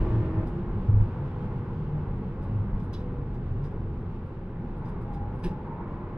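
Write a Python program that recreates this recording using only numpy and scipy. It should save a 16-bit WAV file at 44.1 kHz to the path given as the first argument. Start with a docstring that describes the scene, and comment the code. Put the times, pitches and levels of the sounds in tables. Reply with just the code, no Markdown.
"""Inside a four-cylinder turbo car on a racetrack: first full throttle, with a droning panel and thin high tones.
The driver lifts off and brakes hard, and two downshifts pull the engine speed up. In a bend the tyres howl as
their tread sticks and slips, and the throttle opens again. The engine is a sum of wavering tones tied to the
crankshaft. All along, coloured noise makes road rumble and wind, bumps boom and loose trim rattles."""
import sys
import numpy as np
from scipy import signal
from scipy.fft import rfft, irfft, next_fast_len
from scipy.io import wavfile
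from scipy.ndimage import map_coordinates

SR = 44100
rng = np.random.default_rng(int(sys.argv[2]) if len(sys.argv) > 2 else 0)


def waveform_to_disk(signal):
    """Save audio, clipped to [-1, 1], as 16-bit WAV at the path in sys.argv[1]."""
    frames = np.transpose(np.atleast_2d(signal))
    scaled = np.clip(frames, -1, 1) * 32767
    samples = np.round(scaled).astype(np.int16)
    wavfile.write(sys.argv[1], SR, samples)


N = 272097  # length in samples

# Road speed. Each row: time in seconds, speed in km/h.
ROAD_SPEED = [(0, 189.1), (.43, 191.1), (.5, 188), (1.2, 179.1), (1.85, 160.9), (2.6, 146.1), (2.9, 136.9),
              (3.3, 125.6), (3.75, 120), (4.25, 116.5), (5.4, 106), (5.95, 107.5), (6.17, 111.8)]
TOP_KMH = 190
TOP_GEAR = .477  # crankshaft turns a second per km/h
# Each row: start in seconds, crankshaft turns a second per km/h in the new gear.
GEAR_CHANGES = [(2.25, .623), (4.05, .785)]
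SHIFT_S = .18  # time in which the engine is pulled up to the new gear

# Throttle pedal: times in seconds, then loudness in relative dB when wide open, shut, and part open.
LIFT_OFF, CLOSING_S, BACK_ON, OPENING_S = .43, 0.07, 5.39, 0.46
FULL_DB, SHUT_DB, PART_DB = -45, -78.5, -54
# Loudness of engine braking. Each row: time in seconds, relative dB.
ENGINE_BRAKING = [(.43, -69), (.5, -56), (1.0, -53.5), (1.2, -50), (1.7, -53), (1.9, -55.5), (2.42, -53.5),
                  (2.55, -54), (2.75, -62), (2.95, -62), (3.02, -47), (3.22, -46), (3.3, -58), (3.4, -72),
                  (3.75, -55.5), (4.25, -56.5), (5.0, -60), (5.7, -53.5), (5.95, -73)]

# Wind rushing past. Each row: frequency in Hz, relative dB per Hz.
RUSH_SPECTRUM = [(350, -31), (600, -4), (702, -7.5), (837, -0.5), (896, -2.5), (1010, -3), (1120, -4),
                 (1230, -8.5), (1500, -10), (1730, -15.5), (2260, -19.5), (3050, -36), (3960, -37),
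                 (6710, -120)]
# Wind hissing at the seals. Each row: frequency in Hz, relative dB per Hz.
HISS_SPECTRUM = [(1500, -32.5), (2600, -0.5), (3200, -6), (4000, -12.5), (5000, -16.5), (6300, -25.5),
                 (8000, -28), (9500, -27), (11000, -35.5), (12800, -37), (13300, -48.5), (15500, -51)]
# Base level at top speed, and loss each time the speed halves, both in dB.
ROAR_DB, ROAR_LOSS_DB, RUSH_DB, RUSH_LOSS_DB, HISS_DB, HISS_LOSS_DB = -35.5, 3.5, -48, 5.5, -67, 5.5
BOOST_DB = 8  # extra hiss at the very start, gone by lift-off
BEND, TURN_IN_S = 4.54, 0.36  # the bend: start and rise in seconds
BEND_RUSH_DB, BEND_ROAR_DB = 3.5, 1.5  # gains in the bend: wind rush, and roar of the loaded tyres

# What the road surface shakes. Each row: time in seconds, chassis level in dB, cabin boom level in dB.
ROAD_SHAKE = [(.05, -25, -32.5), (.31, -38, -31), (.41, -32, -41), (.55, -35.5, -48), (.75, -33.5, -37),
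              (1.0, -29, -32.5), (1.13, -41.5, -36.5), (1.5, -38, -36.5), (2.37, -37, -36.5),
              (2.65, -35, -31.5), (2.89, -37, -38), (3.92, -35.5, -37), (4.35, -42, -41), (5.24, -36, -41),
              (5.5, -38.5, -42), (6.17, -43, -42.5)]
# Shaken chassis. Each row: frequency in Hz, relative dB per Hz.
CHASSIS_SPECTRUM = [(8.8, -33), (15, -4.5), (32, 0.5), (59, -6.5), (90, -9.5), (120, -36), (200, -120)]
# Booming cabin air. Each row: frequency in Hz, relative dB per Hz.
BOOM_SPECTRUM = [(35, -37), (60, -18.5), (91, 3.5), (124, -3), (150, -13.5), (200, -45), (330, -120)]
# Tyre roar. Each row: frequency in Hz, relative dB per Hz.
ROAR_SPECTRUM = [(68, -22.5), (115, -1), (151, -1.5), (177, -2), (248, -9.5), (279, -13.5), (345, -11),
                 (394, -12), (491, -16.5), (539, -20.5), (621, -31), (750, -31.5), (980, -66), (1650, -120)]
# Ringing body panels, passed twice. 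Each row: frequency in Hz, width of one pass in Hz, dB of one pass.
PANEL_MODES = [(144.2, 12, -1), (198.4, 9, -1), (245.3, 18, -2.5), (344.7, 14, -4), (420.4, 4.2, -4),
               (833.4, 34, -8.5)]
ROAR_FOLLOWS = .3  # share of the chassis level swings (in dB) that the tyre roar follows

# Bumps that ring the body. Each row: start in seconds, length in seconds, first Hz, last Hz, peak dB.
BODY_BUMPS = [(0.017, 0.018, 28, 27.2, -35), (.1, 0.16, 112.4, 111.5, -24),
              (0.348, 0.073, 103.2, 101.2, -21), (0.367, 0.087, 30.5, 30.1, -32),
              (0.702, .1, 99.2, 100, -30), (.882, 0.033, 99, 103.5, -15), (0.883, 0.19, 103.6, 102, -14.5),
              (0.935, 0.023, 27.9, 28.3, -17), (1.001, 0.033, 29.8, 30, -15),
              (1.12, 0.25, 139.8, 140.7, -33), (1.72, 0.17, 153.2, 150.8, -30),
              (1.85, 0.22, 146.3, 151.6, -26.5), (2.082, 0.28, 198.8, 199.5, -37.5),
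              (2.48, 0.2, 112, 90, -25), (2.63, 0.17, 196.4, 200.5, -39.5),
              (2.721, 0.067, 30.2, 30.3, -25.5), (3.05, 0.14, 109, 111.4, -34),
              (3.11, 0.3, 139.8, 133.3, -35.5), (3.48, 0.13, 76.6, 115, -27),
              (3.58, 0.099, 138.4, 152, -31.5), (3.901, 0.12, 97.4, 92.6, -44.5),
              (5.148, 0.19, 102.3, 101.4, -33), (5.435, 0.05, 172.6, 174, -26),
              (5.447, 0.033, 367, 353, -30), (5.457, 0.039, 29.4, 29.6, -21.5),
              (5.5, 0.028, 178, 183, -27.5)]

# Trim rattles. Each row: start in seconds, then strength of clack, knock and tinkle in relative dB.
TRIM_RATTLES = [(0.462, -51, -58.5, -70), (0.868, -61, -66, -94.5), (1.002, -58, -66, -91.5),
                (2.419, -56.5, -56.5, -73), (2.793, -55, -58.5, -85), (2.827, -57.5, -65.5, -70),
                (2.928, -37.5, -58, -77.5), (2.961, -49.5, -69, -90), (2.996, -54.5, -68.5, -85),
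                (3.334, -55.5, -66, -84), (3.6334, -55.5, -48.5, -84.5), (3.66, -66, -55, -90),
                (3.705, -72, -58, -93), (3.98, -65, -69, -85), (4.257, -73, -70, -76),
                (4.768, -71, -66, -73.5), (4.847, -58, -54, -86), (4.8774, -59.5, -53.5, -74),
                (5.007, -66, -56.5, -73.5), (5.1213, -61.5, -60, -75.5), (5.132, -53, -51.5, -81),
                (5.343, -77.5, -62, -74.5), (5.385, -63.5, -61.5, -73), (5.422, -63, -47, -81),
                (5.433, -45, -38, -58.5), (5.465, -59.5, -47.5, -83.5), (5.492, -62, -55, -89),
                (5.871, -68.5, -70, -85)]
# Clacking trim, before extra damping. Each row: frequency in Hz, width in Hz, relative dB.
CLACK_MODES = [(2470, 400, -12), (3002, 26, 4), (3455, 50, 7), (3650, 900, -8), (3812, 30, 10),
               (3990, 28, 6), (4675, 45, 2), (5191, 30, 3), (5444, 32, 1), (6200, 700, -14),
               (7000, 900, -27), (8600, 900, -25)]
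# Knocking trim, before extra damping. Each row: frequency in Hz, width in Hz, relative dB.
KNOCK_MODES = [(700, 390, 1), (1100, 400, 4.5), (1520, 130, 8), (1620, 77, 15.5), (1825, 66, 13),
               (2070, 74, 5.5), (2480, 320, 10), (3000, 200, 11.5), (3400, 160, 5), (4100, 250, 0),
               (4700, 150, -3), (5063, 34, 5.5), (5450, 150, -7)]
# Light tinkling trim. Each row: frequency in Hz, width in Hz, relative dB.
TINKLE_MODES = [(7640, 630, 2), (8850, 720, 6.5), (9150, 340, 15), (10640, 710, 4), (12300, 900, -5.5),
                (14400, 900, -4.5)]
# Shake time in seconds at a knock of -69 dB; it grows by about this share for each dB more.
RATTLE_S, RATTLE_GROWS = 0.04, 0.01

# Slides of the tread. Each row: start in seconds, length in seconds, first Hz, last Hz, level in dB.
TYRE_SLIDES = [(4.602, .15, 815, 822, -51), (4.783, .13, 825, 892.5, -46.5), (5.02, .35, 812, 841, -48),
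               (5.369, .27, 868.5, 891, -47.5), (5.633, .21, 898.6, 925.5, -45),
               (5.824, 0.33, 1010, 1032, -51.5)]
BITE_S, GROWS_DB, LET_GO_S = 0.05, 1.5, 0.033  # a slide starts, grows over its length, and stops

# Crankshaft tones. Each row: multiple of crank speed, relative dB under throttle, relative dB when braking.
CRANK_ORDERS = [(2, -9, -10.5), (3, -5, -9.5), (3.5, -3, -16), (4, -2.5, -16.5), (4.5, -10.5, -12.5),
                (5, -13, -12.5), (5.5, -9, -13), (6, -8, -2), (6.5, -14, -27), (7, -2, -21.5),
                (8, -10.5, -26.5), (9, -11.5, -27), (10, -7, -32.5), (11.2, -4, -32), (13.5, -13.5, -36.5)]
# Bulkhead resonances, passed twice. Each row: frequency in Hz, width of one pass in Hz, dB of one pass.
BULKHEAD_MODES = [(185, 107, 0), (328.3, 44.6, 3.5), (464.3, 133, -2.5), (621, 60, -0.5), (1160, 1100, -6)]
# Air drawn in. Each row: frequency in Hz, relative dB per Hz.
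INTAKE_SPECTRUM = [(300, -37.5), (550, -6.5), (1000, 3.5), (1500, -7), (2200, -9.5), (3500, -31),
                   (6000, -62)]
# A panel that drones at top speed. Each row: time in seconds, frequency in Hz, middle level in dB.
PANEL_DRONE = [(0, 356.6, -38.5), (.08, 352, -34), (.22, 351.3, -40), (.34, 354.2, -60), (.43, 355.7, -37),
               (.55, 345, -36), (.66, 346.7, -39.5), (.76, 355.3, -56), (.9, 350, -94.5)]
# Gear mesh under load. Each row: time in seconds, frequency in Hz, middle level in dB.
GEAR_WHINE = [(.4, 1803, -59), (.47, 1800, -95)]
# A thin tone under load. Each row: time in seconds, frequency in Hz, middle level in dB.
THIN_WHISTLE = [(0, 1145, -60), (.04, 1145, -49), (.16, 1145, -50), (.21, 1136, -66), (.42, 1136, -66),
                (.47, 1130, -95)]

# How alike left and right are. Each row: frequency in Hz, likeness (1 is identical).
LEFT_RIGHT_LIKENESS = [(30, .9994), (90, .9997), (180, .9984), (320, .977), (500, .975), (900, .89),
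                       (1500, .6), (2600, .25), (5000, .25), (9000, .3), (13000, .7)]
# How far left runs ahead of right. Each row: frequency in Hz, lead in radians.
LEFT_LEAD = [(100, 0), (950, 0.065), (1500, -0.67), (2800, -1.1), (5500, -1.6), (9000, -1.3),
             (12000, -0.77)]
TOP_HZ = 15050  # nothing is kept from here up


def amp(db):
    """Turn dB into gain."""
    return 10 ** (np.asarray(db) / 20)


def unit(x):
    """Scale to an average strength (rms) of 1."""
    return x / np.sqrt(np.mean(x ** 2) + 1e-20)


def along(points, hz):
    """Read a curve of (Hz, value) points on a logarithmic frequency axis."""
    f, v = np.transpose(points)
    return np.interp(np.log(hz + 1), np.log(f + 1), v)


def curves(rows):
    """Draw one value per sample for each column after the time."""
    s, *columns = np.transpose(rows)
    return [np.interp(np.arange(N) / SR, s, column) for column in columns]


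def ramp(start, length):
    """Rise from 0 at start to 1 at start + length."""
    return np.clip((np.arange(N) / SR - start) / length, 0, 1)


def wobble(rate):
    """Make a smooth random curve with this many knots a second."""
    knots = rng.standard_normal(int(N * rate / SR) + 4)
    return map_coordinates(knots, [np.arange(N) * rate / SR])


def filtered(x, response):
    """Multiply the spectrum of x by a response, given as a function of frequency."""
    m = next_fast_len(N + SR // 2)
    return irfft(rfft(x, m) * response(np.fft.rfftfreq(m, 1 / SR)), m)[..., :N]


def modes(table, damping=1):
    """Response of resonances that ring after a blow; more damping spreads the same energy wider."""
    def response(f):
        total = 0
        for k, (centre, width, db) in enumerate(table):
            top = 1j * f * width * np.sqrt(damping)
            bottom = centre * centre - f * f + 1j * f * width * damping
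            total = total + (-1) ** k * amp(db) * top / bottom  # signs alternate
        return total
    return response


def noise(spectrum, evenness=0):
    """A pair of coloured noises; evenness above 0 flattens their swells."""
    pair = unit(filtered(rng.standard_normal((2, N)), lambda hz: amp(along(spectrum, hz))))
    swell = np.abs(signal.hilbert(pair, next_fast_len(N))[:, :N]) + 0.059
    return unit(pair / swell ** evenness)


def halvings():
    """How many times the road speed has halved since top speed."""
    return np.log2(TOP_KMH / curves(ROAD_SPEED)[0])


def wind():
    """Air rushes over pillars and mirrors and hisses at the seals, louder at higher speed."""
    rush_db = RUSH_DB - RUSH_LOSS_DB * halvings() + BEND_RUSH_DB * ramp(BEND, TURN_IN_S)
    hiss_db = HISS_DB - HISS_LOSS_DB * halvings() + BOOST_DB * (1 - ramp(0, LIFT_OFF))
    rush = amp(rush_db + .7 * wobble(7)) * noise(RUSH_SPECTRUM)
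    hiss = amp(hiss_db + 1.1 * wobble(14)) * noise(HISS_SPECTRUM)
    return rush + hiss


def road():
    """The surface shakes the chassis, drives the air boom of the cabin, roars in the tyres and rings the panels."""
    chassis_db, boom_db = curves(ROAD_SHAKE)
    roar_db = ROAR_DB - ROAR_LOSS_DB * halvings()
    roar_db = roar_db + ROAR_FOLLOWS * (chassis_db - chassis_db.mean())
    roar_db = roar_db + BEND_ROAR_DB * ramp(BEND, TURN_IN_S)
    chassis = amp(chassis_db) * noise(CHASSIS_SPECTRUM, evenness=0.24)
    boom = amp(boom_db) * noise(BOOM_SPECTRUM, evenness=0.77)
    panels = unit(filtered(rng.standard_normal((2, N)), lambda hz: modes(PANEL_MODES)(hz) ** 2))
    roar = amp(roar_db) * (noise(ROAR_SPECTRUM, evenness=0.046) + amp(-9.5) * panels)
    return chassis + boom + roar


def bumps():
    """Each bump swells and fades in one body mode, which may glide as the springs load."""
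    out = np.zeros(N + SR)
    for s, length, first_hz, last_hz, db in BODY_BUMPS:
        t = np.arange(int(length * SR)) / SR
        shape = np.sin(np.pi * (t / length) ** 0.94) ** 0.99
        cycles = t * (first_hz + (last_hz - first_hz) * t / length / 2)
        out[round(s * SR):][:len(t)] += amp(db) * shape * np.sin(2 * np.pi * cycles)
    return out[:N]


def rattles():
    """Each rattle is a short spray of tiny contacts that sets trim resonances clacking, knocking and tinkling."""
    out = np.zeros((2, N + SR))
    t = np.arange(8192) / SR
    f = np.fft.rfftfreq(len(t), 1 / SR)
    fade = np.clip(4 - t / .035, 0, 1)
    for s, clack_db, knock_db, tinkle_db in TRIM_RATTLES:
        length = RATTLE_S * np.exp(RATTLE_GROWS * (knock_db + 69.0))
        mostly_clack = clack_db - knock_db > 14
        onset = 1 - np.exp(-t / (0.004 if mostly_clack else 0.007))
        shake = amp(-20 * (t / length) ** 1.4)
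        tail = 0.3 * amp(-60 * t / 0.3)
        burst = onset * (shake + tail) * fade
        # uneven random sizes make single contacts stand out
        spray = rng.standard_normal((2, len(t))) * amp(4.3 * rng.standard_normal((2, len(t))))
        spray[1] *= 0.4  # close and small: mostly alike in both ports
        # the clack rings clearly where it far outweighs the knock; the knock rings clearer when strong
        clack = amp(clack_db) * modes(CLACK_MODES, 1.3 if mostly_clack else 12)(f)
        knock = amp(knock_db) * modes(KNOCK_MODES, 3 if knock_db > -44 else 7)(f)
        tinkle = amp(tinkle_db) * modes(TINKLE_MODES)(f)
        # the tinkle swells in softly and stops sooner
        soft_burst = burst ** 1.4 * (1 - np.exp(-t / 0.0067))
        spectrum = rfft(burst * spray) * (clack + knock) + rfft(soft_burst * spray) * tinkle
        out[:, round(s * SR):][:, :len(t)] += irfft(spectrum)
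    return out[:, :N]


def howl():
    """Tread blocks of several tyres stick and slip in the bend: fuzzy, fluttering tones."""
    pitch_points, gain = [], 0
    for s, length, first_hz, last_hz, db in TYRE_SLIDES:
        pitch_points += [(s, first_hz), (s + length - .02, last_hz)]
        growth = amp(db - GROWS_DB * (1 - ramp(s, length)))
        gain = gain + growth * ramp(s, BITE_S) * (1 - ramp(s + length - LET_GO_S, LET_GO_S))
    hz, = curves(pitch_points)
    voices = 0
    # each voice: pitch ratio, level in relative dB, slow swell in dB
    for ratio, level_db, swell_db in [(.92, -10, 3), (.962, -8, 2.5), (1, -2.5, 1.3),
                                      (1.045, -8, 2.5), (1.14, -10, 3)]:
        flutter = amp(level_db + 2.9 * wobble(30) + swell_db * wobble(11))
        fuzzy_hz = hz * ratio + 11 * wobble(45) + 4 * wobble(12)
        voices = voices + flutter * np.sin(2 * np.pi * np.cumsum(fuzzy_hz) / SR)
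    return gain * unit(voices)


def hum(rows, waver):
    """A lone tone whose level and phase waver."""
    hz, db = curves(rows)
    phase = 2 * np.pi * np.cumsum(hz) / SR + waver * wobble(9)
    return amp(db + 1.6 * wobble(27)) * np.sin(phase)


def pedals():
    """Crankshaft speed follows road speed through the gears; also throttle dB and engine braking dB."""
    gear = np.full(N, TOP_GEAR)
    for s, ratio in GEAR_CHANGES:
        gear = gear + (ratio - gear) * ramp(s, SHIFT_S)
    throttle_db = FULL_DB + (SHUT_DB - FULL_DB) * ramp(LIFT_OFF, CLOSING_S)
    throttle_db = throttle_db + (PART_DB - SHUT_DB) * ramp(BACK_ON, OPENING_S)
    return gear * curves(ROAD_SPEED)[0], throttle_db, curves(ENGINE_BRAKING)[0]


def engine():
    """Unsteady crankshaft tones, loudest where they cross a bulkhead resonance; open throttle breathes noise."""
    hz, throttle_db, braking_db = pedals()
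    throttle, braking = amp(throttle_db), amp(braking_db)
    turn = 2 * np.pi * np.cumsum(hz) / SR
    orders = 0
    for multiple, on_db, off_db in CRANK_ORDERS:
        level = throttle * amp(on_db) + braking * amp(off_db)
        unsteady = amp(0.84 * wobble(4.8) + 1.8 * wobble(22))
        phase = multiple * turn + (.35 + 0.053 * multiple) * wobble(14) + 2 * np.pi * rng.random()
        orders = orders + level * unsteady * np.sin(phase)
    through_bulkhead = amp(9) * filtered(orders, lambda f: modes(BULKHEAD_MODES)(f) ** 2)
    lone_tones = hum(PANEL_DRONE, waver=0.36) + hum(GEAR_WHINE, waver=1.0) + hum(THIN_WHISTLE, waver=0.89)
    strokes = 1 + 0.8 * np.sin(2 * turn)  # two intake strokes a turn
    breath = throttle * amp(-6.0) * strokes * noise(INTAKE_SPECTRUM)
    return through_bulkhead + lone_tones, breath


def ports(a, b):
    """Two close microphone ports: a shared part, an opposed part set by their likeness, and a small lag."""
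    def blend(hz):
        angle = np.arccos(np.clip(along(LEFT_RIGHT_LIKENESS, hz), -1, 1)) / 2
        return np.array([np.cos(angle), np.sin(angle)])

    def lag(hz):
        return np.exp(.5j * np.outer([1, -1], along(LEFT_LEAD, hz)))

    mid, side = filtered(np.array([a, b]), blend)
    return filtered(np.array([mid + side, mid - side]), lag)


def scene():
    """Tones reach the opposed part as a delayed cabin reflection; noises fill both parts."""
    engine_tones, breath = engine()
    tones = engine_tones + howl() + bumps()
    shared, opposed = road() + wind() + breath + rattles()
    reflection = np.pad(tones, (310, 0), "reflect")[:N]  # 310 samples, about 7 ms, late
    start = ramp(0, .004)  # no click at the first sample
    return ports(start * (shared + tones), start * (opposed + reflection))


def record(dry):
    """Keep only what lies below the upper band limit."""
    return filtered(dry, lambda hz: hz < TOP_HZ)


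dry = scene()
out = record(dry)
waveform_to_disk(out)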